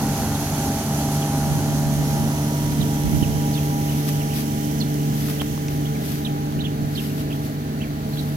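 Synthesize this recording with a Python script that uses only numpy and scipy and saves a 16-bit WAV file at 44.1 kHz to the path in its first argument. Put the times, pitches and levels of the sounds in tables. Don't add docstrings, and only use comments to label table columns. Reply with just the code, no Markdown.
import sys
import numpy as np
from scipy import signal
from scipy.fft import rfft, irfft, next_fast_len
from scipy.io import wavfile
from scipy.ndimage import map_coordinates

SR = 44100
rng = np.random.default_rng(int(sys.argv[2]) if len(sys.argv) > 2 else 0)


def file_out(sig):
    cols = np.atleast_2d(sig).T
    lim = np.clip(cols, -1, 1)
    pcm = np.round(lim * 32767).astype(np.int16)
    wavfile.write(sys.argv[1], SR, pcm)


N = 368676

# (time [s], bearing [0 ahead, 1 beside], lead of the right ear [ms])
DIRECTION = [(0, 0.19, 0.061), (1.6, 0.27, 0.12), (3, 0.78, 0.25), (4.5, 0.89, .38), (6, 1, 0.43),
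             (8.36, 1, 0.39)]


def engine(cycle, beam_db=1.5, beam_db_per_order=0.84):
    # (time [s], relative level [dB])
    boom_levels = [(0.0, -27.5), (0.16, -25.5), (0.21, -32), (0.67, -26), (0.81, -36), (0.91, -25),
                   (2.14, -22), (2.21, -24.5), (4.17, -23.5), (4.51, -28.5), (5.08, -22), (5.45, -29.5),
                   (5.87, -24.5), (6.19, -30), (6.33, -26.5), (8.06, -30), (8.15, -27), (8.36, -26)]
    # (order before rounding [cycle rates], on-beam level [dB], aim along the path [0-1])
    harmonics = [(2, -43.5, .05), (3, -40, 0), (4, -38.5, 0), (5, -42, 0), (8.7, -29.5, 0.32),
                 (10, -41, 0.8), (11.1, -36.5, 0.1), (12.1, -30.8, .45), (15, -45.5, 0.24),
                 (16, -44.5, 0.77), (18.5, -38.3, .57), (24.2, -43, 0.25), (26, -45, 1), (26.8, -40, .17),
                 (30.007, -42.5, 0), (36, -44.5, 0.08), (38.68, -42.5, 0.3)]
    boom = partial(6 * cycle, curves(boom_levels)[0] - .3, flutter=0.038)
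    drone = boom + rotor_whine(cycle)
    for order, db, aim in harmonics:
        on_firing = round(order) % 3 == 0
        off_beam_db = (beam_db + beam_db_per_order * order) * np.abs(path_fraction() - aim)
        drone += partial(round(order) * cycle, db - off_beam_db, flutter=.24 if on_firing else .8)
    return drone


def rotor_whine(cycle, direct_db=-34.6, path_loss_db=11.5, swell_s=1.5, period_s=2.37):
    reflection = .26 * np.exp(2j * np.pi * (clock() - swell_s) / period_s)
    db = direct_db - path_loss_db * path_fraction() + 20 * np.log10(np.abs(1 + reflection))
    return partial(33 * cycle, db, flutter=0.23)


def chopper(firing):
    # (frequency [Hz], spectral density [dB])
    rumble_spectrum = [(20, -36), (33, -9), (48, -16.5), (80, -2.5), (125, -2.5), (190, -1), (270, -0.5),
                       (330, -8.5), (400, -11), (480, -17), (700, -20), (1000, -46), (2000, -70)]
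    # (frequency [Hz], spectral density [dB])
    clatter_spectrum = [(250, -19), (400, -0.5), (520, -3.5), (680, 1), (900, 1), (1050, -5.5), (1400, -5),
                        (1900, -13), (3000, -27)]
    rumble_db, clatter_db, _ = machine_levels()
    beat = np.cos(2 * np.pi * firing)
    feed = amp(0.58 * wobble(7))
    rumble = amp(rumble_db) * unit(noise(rumble_spectrum, channels=1)[0] * (1 + 0.31 * beat))
    clatter = amp(clatter_db) * unit(noise(clatter_spectrum, channels=1)[0] * (1 + 0.22 * beat))
    return feed * (rumble + clatter)


def chaff(direct_gain=0.46, resonance_sag=.05):
    # (frequency [Hz], left gain [dB], right gain [dB])
    ahead_spectrum = [(1100, -8, -23), (2030, -13, -15), (2360, -15, -5), (3400, -4, -7.5),
                      (3900, -14, -4.5), (4440, -2.5, -2.5), (4800, -5, -7), (6560, -3.5, 2.5),
                      (7600, -10.5, -5), (9300, -6.5, -8), (10260, -23, -2), (11460, -2, 1),
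                      (14500, -11.5, -21), (15700, -14.5, -23)]
    beside_spectrum = [(1130, -30, -34), (2010, -3, -1.5), (2500, -23, -4), (3100, -2, 1),
                       (4100, -13, -11.5), (4900, -16, -4), (6080, -6, 2.5), (7600, -11, -6),
                       (9700, -14, -5.5), (12000, -7, -1), (14000, -15, -2.5), (15800, -14.5, -6)]
    bearing, lead_ms = curves(DIRECTION)
    spray = rng.standard_normal((2, N)) + .5 * crackle(2500, spread_db=5.0)
    spray += direct_gain * from_right(rng.standard_normal(N), lead_ms)
    sinking = np.cumsum(1 - resonance_sag * bearing)
    ahead = np.array([map_coordinates(ear, [sinking], mode="nearest")
                      for ear in coloured(spray, ahead_spectrum)])
    beside = coloured(spray, beside_spectrum)
    hiss = np.sqrt(1 - bearing) * unit(ahead) + np.sqrt(bearing) * unit(beside)
    _, _, chaff_db = machine_levels()
    return amp(chaff_db + 0.55 * wobble(14)) * hiss


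def machine_levels(trailer_shadow_db=4.5, body_shadow_db=5, shadow_s=5.98, shadow_rise_s=0.46):
    path, bearing = path_fraction(), curves(DIRECTION)[0]
    screened = (1 + np.tanh((clock() - shadow_s) / shadow_rise_s)) / 2
    rumble_db = -28 - 3.5 * path
    clatter_db = -34 - 4.5 * path - trailer_shadow_db * bearing
    chaff_db = -31.2 - 10 * path - body_shadow_db * screened
    return rumble_db, clatter_db, chaff_db


def field_scatter():
    # (frequency [Hz], spectral density [dB])
    hiss_spectrum = [(500, -10), (1100, -8), (1800, 1.5), (2500, -2), (3200, -4), (4500, 0), (6500, -29),
                     (8500, -35), (12000, -12), (15500, -12.5)]
    rumble_db, clatter_db, _ = machine_levels()
    low = noise([(20, -22), (45, -9), (80, 4), (150, -13), (300, -29), (450, -1), (700, -10),
                 (1200, -49)], channels=2)
    mid = noise([(500, -28, -20), (960, 3.5, -26), (1340, 5, -19), (1890, 3, -5), (2640, -15, -20)],
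                channels=2)
    hiss = noise(hiss_spectrum, channels=2)
    return amp(rumble_db - 24.5) * low + amp(0.62 * clatter_db - 23.11) * mid + amp(-45) * hiss


def wind(breeze_db=-49):
    # (frequency [Hz], spectral density [dB])
    buffet_spectrum = [(20, -22), (45, -3), (80, 5), (130, 1), (200, -1), (320, -14.5), (550, -21),
                       (1200, -52)]
    # (time [s], half width [s], level [dB])
    gusts = [(.15, .2, -35), (1.52, 0.056, -24), (1.97, 0.21, -25.5), (2.77, .08, -23.5), (3.13, .08, -22),
             (3.34, 0.047, -21.5), (3.76, 0.057, -32), (5.52, .07, -34), (6.59, .05, -27.5),
             (6.86, 0.05, -27.5)]
    # (time [s], peak level [dB], half width [s])
    eddy = (3.228, -5, .0011)
    lumps = unit(noise(buffet_spectrum, channels=2) * amp(3.9 * wobble(30)))
    buffeting = (amp(breeze_db) + swells(gusts)) * lumps * amp([[-10], [0]])
    s, db, width = eddy
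    passage = (clock() - s) / width
    slap = -amp(db) * passage * np.exp((1 - passage ** 2) / 2)
    return buffeting + slap * np.array([[0], [1]])


def footsteps(snap_t60_s=0.016):
    # (time [s], half width [s], relative level [dB])
    steps = [(2.72, 0.01, -38), (3.62, 0.074, -41), (4.02, 0.14, -38), (4.09, 0.0084, -34.5),
             (4.385, .032, -31), (5.26, 0.087, -35), (5.73, 0.041, -42), (6.11, 0.079, -36),
             (7.03, 0.077, -37.5), (7.2, 0.03, -40), (7.34, 0.043, -45.5), (7.46, .025, -41.5),
             (8.22, 0.11, -42.5)]
    # (time [s], level [dB], brightness [0 thick stalk, 1 thin])
    breaks = [(4.088, -34, 0.35), (5.286, -30, 0.11), (5.298, -25, 0.18), (5.413, -26, .1),
              (5.418, -24.5, .15), (5.577, -31, .1), (5.683, -24, .9), (6.524, -37, 0.092)]
    # (frequency [Hz], spectral density [dB])
    stubble_spectrum = [(400, -34), (1100, 2.5), (3000, 5), (5000, 5), (7000, -1), (9500, 0), (12500, 9),
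                        (14500, 2), (15800, -10)]
    thick_spectrum = [(300, -18), (750, 0), (1200, 3), (2000, -14), (3200, -6), (5200, -11), (7000, -18),
                      (15000, -15)]
    thin_spectrum = [(1500, -25), (2400, 6), (3300, -14), (5000, -12), (6000, -2), (7500, -21),
                     (15000, -23)]
    pressure = amp(1.2 * wobble(90)) * swells(steps)
    fractures = rng.standard_normal((2, N)) + .7 * crackle(1300, spread_db=2.2)
    crunch = pressure * unit(coloured(fractures, stubble_spectrum)) * amp([[1.5], [-1]])
    thick = noise(thick_spectrum, channels=1) + 0.92 * noise(thick_spectrum, channels=2)
    thin = noise(thin_spectrum, channels=1)
    t = clock()
    for s, db, brightness in breaks:
        decay = amp(db - 60 * np.abs(t - s) / snap_t60_s) * (t >= s)
        crunch += decay * (thick + brightness * (thin - thick))
    return crunch


def birds(sweep_octaves_per_s=24, turn_s=0.00496, rasp=.047, second_voice_db=-12, echo_t60_s=0.23):
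    # (time [s], length [s], top pitch [Hz], place of the top [0-1], relative level [dB])
    calls = [(0.344, 0.028, 4100, 0.16, -41), (1.213, .027, 3400, .4, -37.5),
             (2.803, 0.033, 3900, 0.22, -35.5), (3.224, .025, 3200, .3, -36.5),
             (3.527, 0.034, 5370, 0, -39), (3.553, 0.042, 3750, 0.26, -36.5), (3.884, .028, 3000, 0.4, -41),
             (4.2, .028, 3000, .35, -43), (4.298, 0.047, 3100, .47, -41), (4.787, .018, 6200, 0, -39),
             (4.8, .03, 4800, .05, -31.5), (5.395, 0.024, 3330, 0.56, -32), (5.852, .027, 3500, 0.64, -42),
             (5.945, .027, 2400, .4, -45), (6.247, 0.032, 3710, 0.21, -31), (6.589, 0.039, 3830, 0.7, -36),
             (6.639, 0.035, 3450, 0.37, -32.5), (6.948, 0.029, 5100, 0, -36.5),
             (6.971, 0.034, 3400, .45, -32.5), (7.302, .025, 2940, 0.3, -40), (7.321, .02, 3450, 1, -41),
             (7.797, 0.057, 3210, 0.43, -42), (8.13, .022, 4400, .5, -43), (8.17, 0.039, 4300, 0.58, -35.5)]
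    song = np.zeros(N)
    waver = 1 + rasp * wobble(450)
    tremble = amp(2.2 * wobble(200))
    for s, length, pitch, top, db in list(calls) + distant_calls(count=7):
        progress = np.linspace(0, 1, int(length * SR))
        span = slice(int(s * SR), int(s * SR) + len(progress))
        from_top_s = np.hypot((progress - top) * length, turn_s) - turn_s
        hz = pitch * 2 ** (-sweep_octaves_per_s * from_top_s) * waver[span]
        phase = 2 * np.pi * np.cumsum(hz) / SR
        voices = np.sin(phase) + amp(second_voice_db) * np.sin(rng.uniform(.8, .9) * phase)
        envelope = amp(db + 4.5) * np.sqrt(np.abs(np.sin(np.pi * progress)))
        song[span] += envelope * tremble[span] * voices
    t = np.arange(SR // 3) / SR
    tail = rng.standard_normal((2, len(t))) * amp(-60 * t / echo_t60_s)
    leaves = signal.fftconvolve(song[None], tail / np.linalg.norm(tail[0]), axes=1)[:, :N]
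    return (from_right(song, lead_ms=0.407) + amp(-9) * leaves) * amp([[-8], [2]])


def distant_calls(count, from_s=3.8, length_s=.028, centre_hz=2810, relative_db=-47):
    window_s = N / SR - .2 - from_s
    return [(from_s + when * window_s, length_s, centre_hz * 2 ** ((pitch - .5) / 2), top, relative_db)
            for when, pitch, top in rng.random((count, 3))]


def partial(turns, db, flutter):
    sway = (1 + flutter * (wobble(9) + 1j * wobble(9))) / np.sqrt(1 + 2 * flutter ** 2)
    return np.sqrt(2) * amp(db) * np.real(sway * np.exp(2j * np.pi * (turns + rng.random())))


def from_right(x, lead_ms):
    shift = lead_ms * SR / 2000
    return np.array([map_coordinates(x, [np.arange(N) + side * shift], mode="nearest")
                     for side in (-1, 1)])


def crackle(rate, spread_db):
    hits = rng.random((2, N)) < rate / SR
    return unit(hits * rng.standard_normal((2, N)) * amp(spread_db * rng.standard_normal((2, N))))


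def noise(spectrum, channels):
    return unit(coloured(rng.standard_normal((channels, N)), spectrum))


def coloured(x, spectrum):
    knots_hz, *gains_db = np.transpose(spectrum)
    return filtered(x, lambda hz: amp([np.interp(np.log(hz + 1), np.log(knots_hz), db)
                                       for db in gains_db]))


def filtered(x, response):
    size = next_fast_len(N + SR // 4)
    return irfft(rfft(x, size) * response(np.fft.rfftfreq(size, 1 / SR)), size)[..., :N]


def swells(rows):
    t = clock()
    return sum(amp(db) * np.exp(-.5 * ((t - s) / width) ** 2) for s, width, db in rows)


def wobble(rate):
    return map_coordinates(rng.standard_normal(int(N * rate / SR) + 4), [clock() * rate])


def curves(rows):
    times, *columns = np.transpose(rows)
    return [np.interp(clock(), times, column) for column in columns]


def path_fraction():
    return np.linspace(0, 1, N)


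def clock():
    return np.arange(N) / SR


def amp(db):
    return 10 ** (np.asarray(db) / 20)


def unit(x):
    return x / np.sqrt(np.mean(x ** 2) + 1e-20)


def scene():
    # (time [s], firing rate [Hz])
    firing_rates = [(0, 72.23), (.6, 72.7), (1.5, 73.37), (2.5, 73.5), (3.2, 73.78), (3.9, 73.6),
                    (4.5, 73.72), (6, 73.44), (8.36, 73.62)]
    firing = np.cumsum(curves(firing_rates)[0] * (1 + 0.00096 * wobble(6))) / SR
    cycle = firing / 3
    _, lead_ms = curves(DIRECTION)
    machine = from_right(engine(cycle) + chopper(firing), lead_ms) * amp([[-.35], [.35]])
    return machine + field_scatter() + chaff() + wind() + footsteps() + birds()


def record(dry):
    low_hz, top_hz = 28, 15950
    return filtered(dry, lambda hz: (hz < top_hz) * hz ** 4 / (hz ** 4 + low_hz ** 4))


dry = scene()
out = record(dry)
file_out(out)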